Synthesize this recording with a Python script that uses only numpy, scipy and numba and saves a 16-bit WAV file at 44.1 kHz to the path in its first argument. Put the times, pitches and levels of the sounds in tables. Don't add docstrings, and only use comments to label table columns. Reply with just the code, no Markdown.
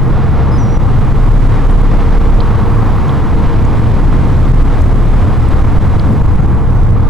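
import sys
import numpy as np
from scipy import signal
from scipy.fft import rfft, irfft
from scipy.io import wavfile
from numba import njit

SR = 44100
rng = np.random.default_rng(int(sys.argv[2]) if len(sys.argv) > 2 else 0)


def bounce(signal):
    frames = np.transpose(np.atleast_2d(signal))
    limited = np.clip(frames, -1, 1)
    pcm = np.round(limited * 32767).astype(np.int16)
    wavfile.write(sys.argv[1], SR, pcm)


N = 312669
T = np.arange(N) / SR
HZ = np.fft.rfftfreq(N, 1 / SR)


def gain_of(db):
    return 10 ** (np.asarray(db) / 20)


def unit_rms(x):
    return x / np.sqrt(np.mean(x ** 2) + 1e-20)


def spectrum(points):
    hz, db = np.transpose(points)
    return np.interp(np.log(HZ + 1), np.log(hz + 1), db)


def follow(points):
    return np.interp(T, *np.transpose(points))


def bell(s, spread_s):
    return np.exp(-.5 * ((T - s) / spread_s) ** 2)


def add(mix, s, sound):
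    part = mix[round(s * SR):][:len(sound)]
    part += sound[:len(part)]


def wander(rate_hz, count=2048):
    hz = np.fft.rfftfreq(count, T[-1] / count)
    slow = irfft(rfft(rng.standard_normal(count)) / np.sqrt(1 + (hz / rate_hz) ** 4))
    return np.interp(T, np.linspace(0, T[-1], count), unit_rms(slow))


def filtered_noise(shape):
    return irfft(rfft(rng.standard_normal(N)) * shape, N)


def noise(colour):
    return unit_rms(filtered_noise(gain_of(spectrum(colour))))


def facing_gain(river_db, cabin_db):
    # t/s, direction (0 = open river, 1 = cabin)
    facing = [(0, 0.43), (1.2, 0.69), (2.1, 0.88), (2.6, 0.57), (3.5, 0.86), (4.3, 0.91), (4.8, .75),
              (5.9, 0.7), (6.6, 0.12), (7.09, 0.31)]
    return gain_of(river_db + (cabin_db - river_db) * follow(facing))


def surge():
    # t/s, change/dB, spread/s
    surges = [(.21, 2.2, .06), (.48, 1.5, .08), (1.55, 1.5, .06), (2.05, 1.2, .1), (2.55, 1.8, .1),
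              (2.92, 1.6, .16), (4.05, -1.2, .1), (4.42, -1.2, .1), (4.73, 2.6, .05), (5.2, 1, .05),
              (5.56, 2, .08), (6.97, -1.3, .14)]
    return gain_of(sum(db * bell(s, spread) for s, db, spread in surges))


def exhaust_boom(in_step_s=1.822, waver_db=.63):
    # f/Hz, relative level/dB
    exhausts = [(33.18, -14.8), (32.84, -15.8), (35.02, -19.3)]
    # t/s, gain/dB
    swell = [(0, -5), (.6, -8), (1.15, 1.8), (2.3, 0.25), (2.6, -2.5), (3.1, -1), (5.2, 0), (5.6, -3),
             (5.85, 1.5), (6.05, -8), (6.17, -9.5), (6.35, 5.5), (6.7, 1.5), (7.09, 2)]
    notes = sum(gain_of(db + waver_db * wander(3)) * np.cos(2 * np.pi * hz * (T - in_step_s))
                for hz, db in exhausts)
    return gain_of(follow(swell)) * np.sqrt(2) * notes


def engine(swell, orders, shaft_hz, trim_db, waver_db, hunt):
    turns = np.cumsum(shaft_hz * (1 + hunt * wander(1.3))) / SR
    tones = sum(gain_of(db + waver_db * wander(2.2)) * np.sin(2 * np.pi * (order * turns + rng.random()))
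                for order, db in orders)
    return gain_of(follow(swell) + trim_db) * np.sqrt(2) * tones


def diesels():
    # t/s, relative level/dB
    first_swell = [(0, -24), (1, -23), (2.3, -19.5), (3.2, -21.5), (4.3, -17), (5.5, -16.5), (7.09, -19.5)]
    second_swell = [(0, -22.5), (.55, -21), (1.4, -22), (1.8, -26.5), (3.15, -30), (3.55, -21.5),
                    (4.9, -17), (6, -17.5), (6.4, -25), (6.8, -18), (7.09, -22.5)]
    # multiple of the shaft speed, relative level/dB
    first_orders = [(4, -14), (6, 0), (8, -7.5), (9, -9), (37, -26.5)]
    second_orders = [(7, -7), (8, -15.5), (10, -3), (20, -18.5)]
    first = engine(first_swell, first_orders, shaft_hz=11.64, trim_db=-1.1, waver_db=.9, hunt=.0025)
    second = engine(second_swell, second_orders, shaft_hz=11.315, trim_db=.74, waver_db=1.9, hunt=.002)
    return first + second


def hum_swells(trim_db=-.2):
    # t/s, f/Hz, relative level/dB, spread/s
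    notes = [(.4, 65.5, -16, .14), (.95, 98, -18, .07), (.95, 136, -20, .07), (1.38, 136, -19, .06),
             (1.51, 91, -18, .07), (1.51, 109, -18, .05), (2.08, 78, -19, .08), (2.08, 114, -17, .05),
             (2.42, 67, -18, .1), (2.5, 80, -18, .07), (2.56, 108, -15, .07), (2.8, 106, -17, .06),
             (3.14, 136, -19, .06), (3.8, 111, -16, .08), (3.92, 84, -18, .08), (4.3, 112, -19, .1),
             (4.35, 71, -15, .05), (4.45, 82, -17, .1), (5.55, 86, -20, .06), (5.47, 70, -15, .08),
             (6.18, 112, -16, .07), (6.28, 82, -18, .13), (6.92, 112, -15, .05), (6.9, 90, -19, .08)]
    hums = sum(gain_of(db + trim_db) * bell(s, spread) * np.sin(2 * np.pi * (hz * T + rng.random()))
               for s, hz, db, spread in notes)
    return np.sqrt(2) * hums


def generator(cycle_hz=15.105, firings=3, firing_db=2, between_db=-1, hunt=.0013, hum_order=9):
    # f/Hz, relative level/dB per order
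    colour = [(150, -39), (300, -43), (550, -52), (900, -49.5), (1200, -54.5), (1500, -64), (1750, -63.5),
              (2100, -61), (2400, -66.5), (3200, -73), (4000, -81)]
    # multiple of the cycle rate, relative level/dB
    strong_orders = [(13, -36), (18, -32), (45, -47.5), (51, -45.5), (57, -44), (61, -45), (63, -46.5),
                     (66, -46), (72, -42), (81, -46), (114, -55), (132, -60)]
    # t/s, level/dB
    hum_level = [(0, -24), (1.1, -22.5), (1.8, -30), (2.5, -29.5), (3.1, -25.5), (4.2, -25), (4.7, -29.5),
                 (7.09, -26)]
    orders, size = np.arange(1, 260), 8192
    levels_db = np.interp(orders * cycle_hz, HZ, spectrum(colour))
    levels_db += np.where(orders % firings, between_db, firing_db)
    for order, db in strong_orders:
        levels_db[round(order) - 1] = db
    partials = gain_of(levels_db) * np.exp(2j * np.pi * rng.random(len(orders)))
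    cycle = irfft(np.append(0, partials), size) * size / np.sqrt(2)
    turns = np.cumsum(cycle_hz * (1 + hunt * wander(.97))) / SR
    clatter = np.interp(turns, np.arange(size) / size, cycle, period=1)
    hum = np.sqrt(2) * np.sin(2 * np.pi * hum_order * turns) * gain_of(follow(hum_level))
    return clatter * facing_gain(river_db=-5, cabin_db=0) * surge() + hum


def deck_roar(firing_hz=30, throb=.057, flutter_db=.47, wall_db=-32):
    # f/Hz, relative level/dB
    rumble_colour = [(60, -10.5), (200, -3), (310, 2), (400, -6), (470, -4), (600, -10), (900, -17),
                     (3000, -63)]
    roar_colour = [(250, -9), (550, -2), (720, 2.5), (900, 2), (1130, 2.5), (1350, -1.5), (1600, -8.5),
                   (2100, -18.5), (3000, -40.5), (8000, -69)]
    rush_colour = [(600, -15), (1500, 3), (2050, 1.5), (2700, -5), (3700, -7.5), (4700, -12.5), (6000, -18),
                   (8000, -26), (15000, -40)]
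    wall_colour = [(550, -35), (760, -1), (920, 1), (1100, 1), (1300, -8), (1700, -40)]
    firing = 1 + throb * np.sin(2 * np.pi * np.cumsum(firing_hz + .78 * wander(3.3)) / SR)
    rumble = noise(rumble_colour) * facing_gain(river_db=-28.5, cabin_db=-24)
    roar = noise(roar_colour) * facing_gain(river_db=-29, cabin_db=-28.5)
    roar += noise(wall_colour) * gain_of(wall_db) * bell(2.85, spread_s=.42)
    rush = noise(rush_colour) * facing_gain(river_db=-44, cabin_db=-35)
    flutter = gain_of(flutter_db * wander(6.7))
    return (rumble * firing + (roar * firing + rush) * surge()) * flutter


def wind(breeze_db=-13.5, lump_db=1.2, lumps_hz=10, gust_db=-6):
    # t/s, change/dB, spread/s, extra brightness/dB
    gusts = [(.1, 1, .11, 2), (1.75, -1.5, .35, 0), (3.1, -2.3, .2, 4), (4.25, 2, .14, 0)]
    # f/Hz, relative level/dB
    breeze_colour = [(3, -7.5), (8, 5), (25, 4), (55, -1.5), (85, 2.5), (120, 0.4), (160, -4), (220, -9),
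                     (300, -24), (600, -41.5), (2000, -96)]
    gust_colour = [(60, -15), (170, -1), (240, 2), (330, -5), (500, -12.5), (1500, -48.5)]
    rise_db = sum(db * bell(s, spread) for s, db, spread, _ in gusts)
    bright_db = sum(db * bell(s, spread) for s, _, spread, db in gusts)
    level_db = breeze_db + rise_db + lump_db * wander(lumps_hz)
    breeze = noise(breeze_colour) * gain_of(level_db)
    return breeze + noise(gust_colour) * gain_of(2 * level_db + gust_db + bright_db)


def buffets(trim_db=-3, spread_s=.0021):
    # t/s, relative pressure
    eddies = [(.777, -1.54), (1.126, 1.5), (1.476, -1.5), (1.671, 1), (2.186, 2), (2.352, -0.9),
              (3.475, 1.3), (4.58, -0.5), (4.63, 2.5), (5.625, 2), (5.788, -2.5), (6.222, 2.2), (6.264, -2),
              (6.361, -2.5), (6.463, 2)]
    return gain_of(trim_db) * sum(push * bell(s, spread_s) for s, push in eddies)


def gust_thump(at_s=6.115, spread_s=.035, level_db=-16):
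    # f/Hz, relative level/dB
    colour = [(70, -22), (140, 1), (210, -1), (300, -0.5), (400, -13.5), (600, -19), (1200, -55)]
    return noise(colour) * gain_of(level_db) * bell(at_s, spread_s)


def drone(hunt=.0065, waver_db=3):
    # f/Hz, relative level/dB
    pair = [(466.6, -3), (478, -7)]
    # t/s, gain/dB
    swell = [(0, -38), (.4, -34), (1.1, -44), (1.9, -35), (2.6, -31), (3.7, -39.5), (4.1, -47),
             (5.6, -43.5), (7.09, -38.5)]
    tones = np.zeros(N)
    for hz, db in pair:
        amplitude = gain_of(db + waver_db * wander(3.7))
        phase = 2 * np.pi * np.cumsum(hz * (1 + hunt * wander(4))) / SR
        tones += amplitude * np.sin(phase)
    return np.sqrt(2) * gain_of(follow(swell)) * tones


def pumps_and_fans():
    # f/Hz, width/Hz, relative level/dB
    bands = [(211.8, 6.2, -34.5), (259, 3, -38), (344.8, 9.6, -40), (424.4, 60, -38), (471.5, 26, -38.5),
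             (930, 13, -42.5), (1048, 14, -46)]
    shape = sum(gain_of(db) / np.sqrt(width) * np.exp(-2 * ((HZ - hz) / width) ** 2)
                for hz, width, db in bands)
    return facing_gain(river_db=-6, cabin_db=1.5) * np.sqrt(SR / 2) * filtered_noise(shape)


def camera_ticks(trim_db=-6.5, t60_s=.014):
    # t/s, relative peak level/dB, f/Hz, width/Hz
    ticks = [(1.7096, -26, 9300, 1500), (2.4036, -15, 4300, 900), (2.403, -21, 3280, 700),
             (3.082, -29, 6900, 2500), (3.093, -18, 3570, 900), (3.651, -28, 6930, 2000),
             (4.812, -30, 9500, 5000), (4.819, -18, 8800, 8600), (4.82, -21, 6340, 2800),
             (4.836, -35, 9000, 3000), (5.486, -25, 8450, 1300), (5.9956, -15.5, 4330, 1050),
             (5.9965, -22, 3250, 606)]
    out, t = np.zeros(N), np.arange(SR // 20) / SR
    for s, db, hz, width in ticks:
        band = signal.butter(4, [hz - width / 2, hz + width / 2], "band", fs=SR, output="sos")
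        burst = rng.standard_normal(len(t)) * gain_of(-60 * t / t60_s)
        ring = signal.sosfilt(band, burst)
        add(out, s, gain_of(db + trim_db) * ring / abs(ring).max())
    return out


def bird(octave_db=-15, echo_db=-13.5, echo_s=.05, split_hz=5400, jitter=.0035):
    # t/s, length/s, level/dB, change over the note/dB, mid-note dip/dB, then f/Hz at even steps
    notes = [(.515, .062, -45.5, 4, 0, 5040, 5110, 5030),
             (.577, .203, -41.5, -7, -7, 6130, 5830, 5700, 5680, 5730, 5840, 5610),
             (6.405, .036, -59, -2, 0, 6340, 6860), (6.742, .118, -61, -4, 0, 6300, 5920)]
    out = np.zeros(N)
    for s, length, level_db, change_db, dip_db, *bend_hz in notes:
        along = np.linspace(0, 1, round(length * SR))
        glide = np.polyfit(np.linspace(0, 1, len(bend_hz)), bend_hz, len(bend_hz) - 1)
        hz = np.polyval(glide, along)
        phase = 2 * np.pi * np.cumsum(hz * (1 + jitter * wander(120)[:len(hz)])) / SR
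        octave = gain_of(octave_db) * np.sin(2 * phase) * (hz < split_hz)
        loudness_db = level_db + change_db * along + dip_db * np.sin(np.pi * along) ** 10
        envelope = np.sqrt(2) * gain_of(loudness_db) * signal.windows.tukey(len(hz), .1)
        whistle = envelope * (np.sin(phase) + octave)
        add(out, s, whistle)
        add(out, s + echo_s, gain_of(echo_db) * whistle * (hz > split_hz))
    return out


def high_hiss(apart_db=-4, fizz_db=-.5):
    # f/Hz, relative level/dB
    colour = [(2000, -19), (5000, -0.5), (7500, 4.5), (10000, 1), (12500, -2.5), (14000, -8), (15600, -18)]
    # t/s, gain/dB
    swell = [(0, -61.5), (1.4, -54.5), (3, -57.5), (4.9, -53.5), (6.15, -55.5), (6.7, -60), (7.09, -62.5)]
    sides = gain_of(apart_db) * np.array([noise(colour), noise(colour)])
    return (noise(colour) + sides) * gain_of(follow(swell) + fizz_db * wander(78))


def cabin_whine(hz=12100, width_hz=190):
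    # t/s, level/dB
    level = [(0, -90), (1.5, -76), (1.85, -67), (3.1, -68.5), (3.4, -74), (5.5, -72), (6.2, -88)]
    band = np.exp(-2 * ((HZ - hz) / width_hz) ** 2)
    return gain_of(follow(level)) * unit_rms(filtered_noise(band))


@njit
def limiter_gain(x, fall, overshoot, hold, rise):
    gains, gain, since = np.empty_like(x), 1.0, np.inf
    for i in range(len(x)):
        since = 0.0 if abs(x[i] * gain) > 1 else since + 1
        if since < overshoot:
            gain *= fall
        elif since > hold:
            gain = min(gain + rise, 1.0)
        gains[i] = gain
    return gains


def scene():
    engines = diesels() + exhaust_boom() + hum_swells()
    auxiliaries = generator() + drone() + pumps_and_fans() + cabin_whine()
    breeze = wind() + gust_thump() + buffets()
    return engines + auxiliaries + breeze + deck_roar() + bird() + camera_ticks() + high_hiss()


def record(dry, drive_db=1.5, offset=.224, attack_s=.003, overshoot_s=.0012, hold_s=.0086,
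           release_s=.028, step_db=.56, knee=70, edge_hz=15400):
    # f/Hz, gain/dB
    treble = [(8500, 0), (11500, -1.5), (13500, -3.5), (15500, -5)]
    loud = dry * gain_of(drive_db) + np.array([[offset], [-offset]])
    fall, rise = np.exp(-1 / (attack_s * SR)), 1 / (release_s * SR)
    gains = np.array([limiter_gain(side, fall, overshoot_s * SR, hold_s * SR, rise) for side in loud])
    ladder = gain_of(-np.cumsum(step_db * rng.uniform(0, 1.8, 200)))
    ducked = loud * np.append(1, ladder)[np.searchsorted(-ladder, -gains)]
    flattened = ducked / (1 + abs(ducked) ** knee) ** (1 / knee)
    hz = np.linspace(0, SR / 2, 513)
    response = np.interp(hz, HZ, gain_of(spectrum(treble))) * (hz < edge_hz)
    low_pass = signal.firwin2(255, hz, response, window=("kaiser", 7), fs=SR)
    padded = np.pad(flattened, ((0, 0), (len(low_pass) // 2,) * 2), "edge")
    return signal.oaconvolve(padded, low_pass[None], "valid")


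dry = scene()
out = record(dry)
bounce(out)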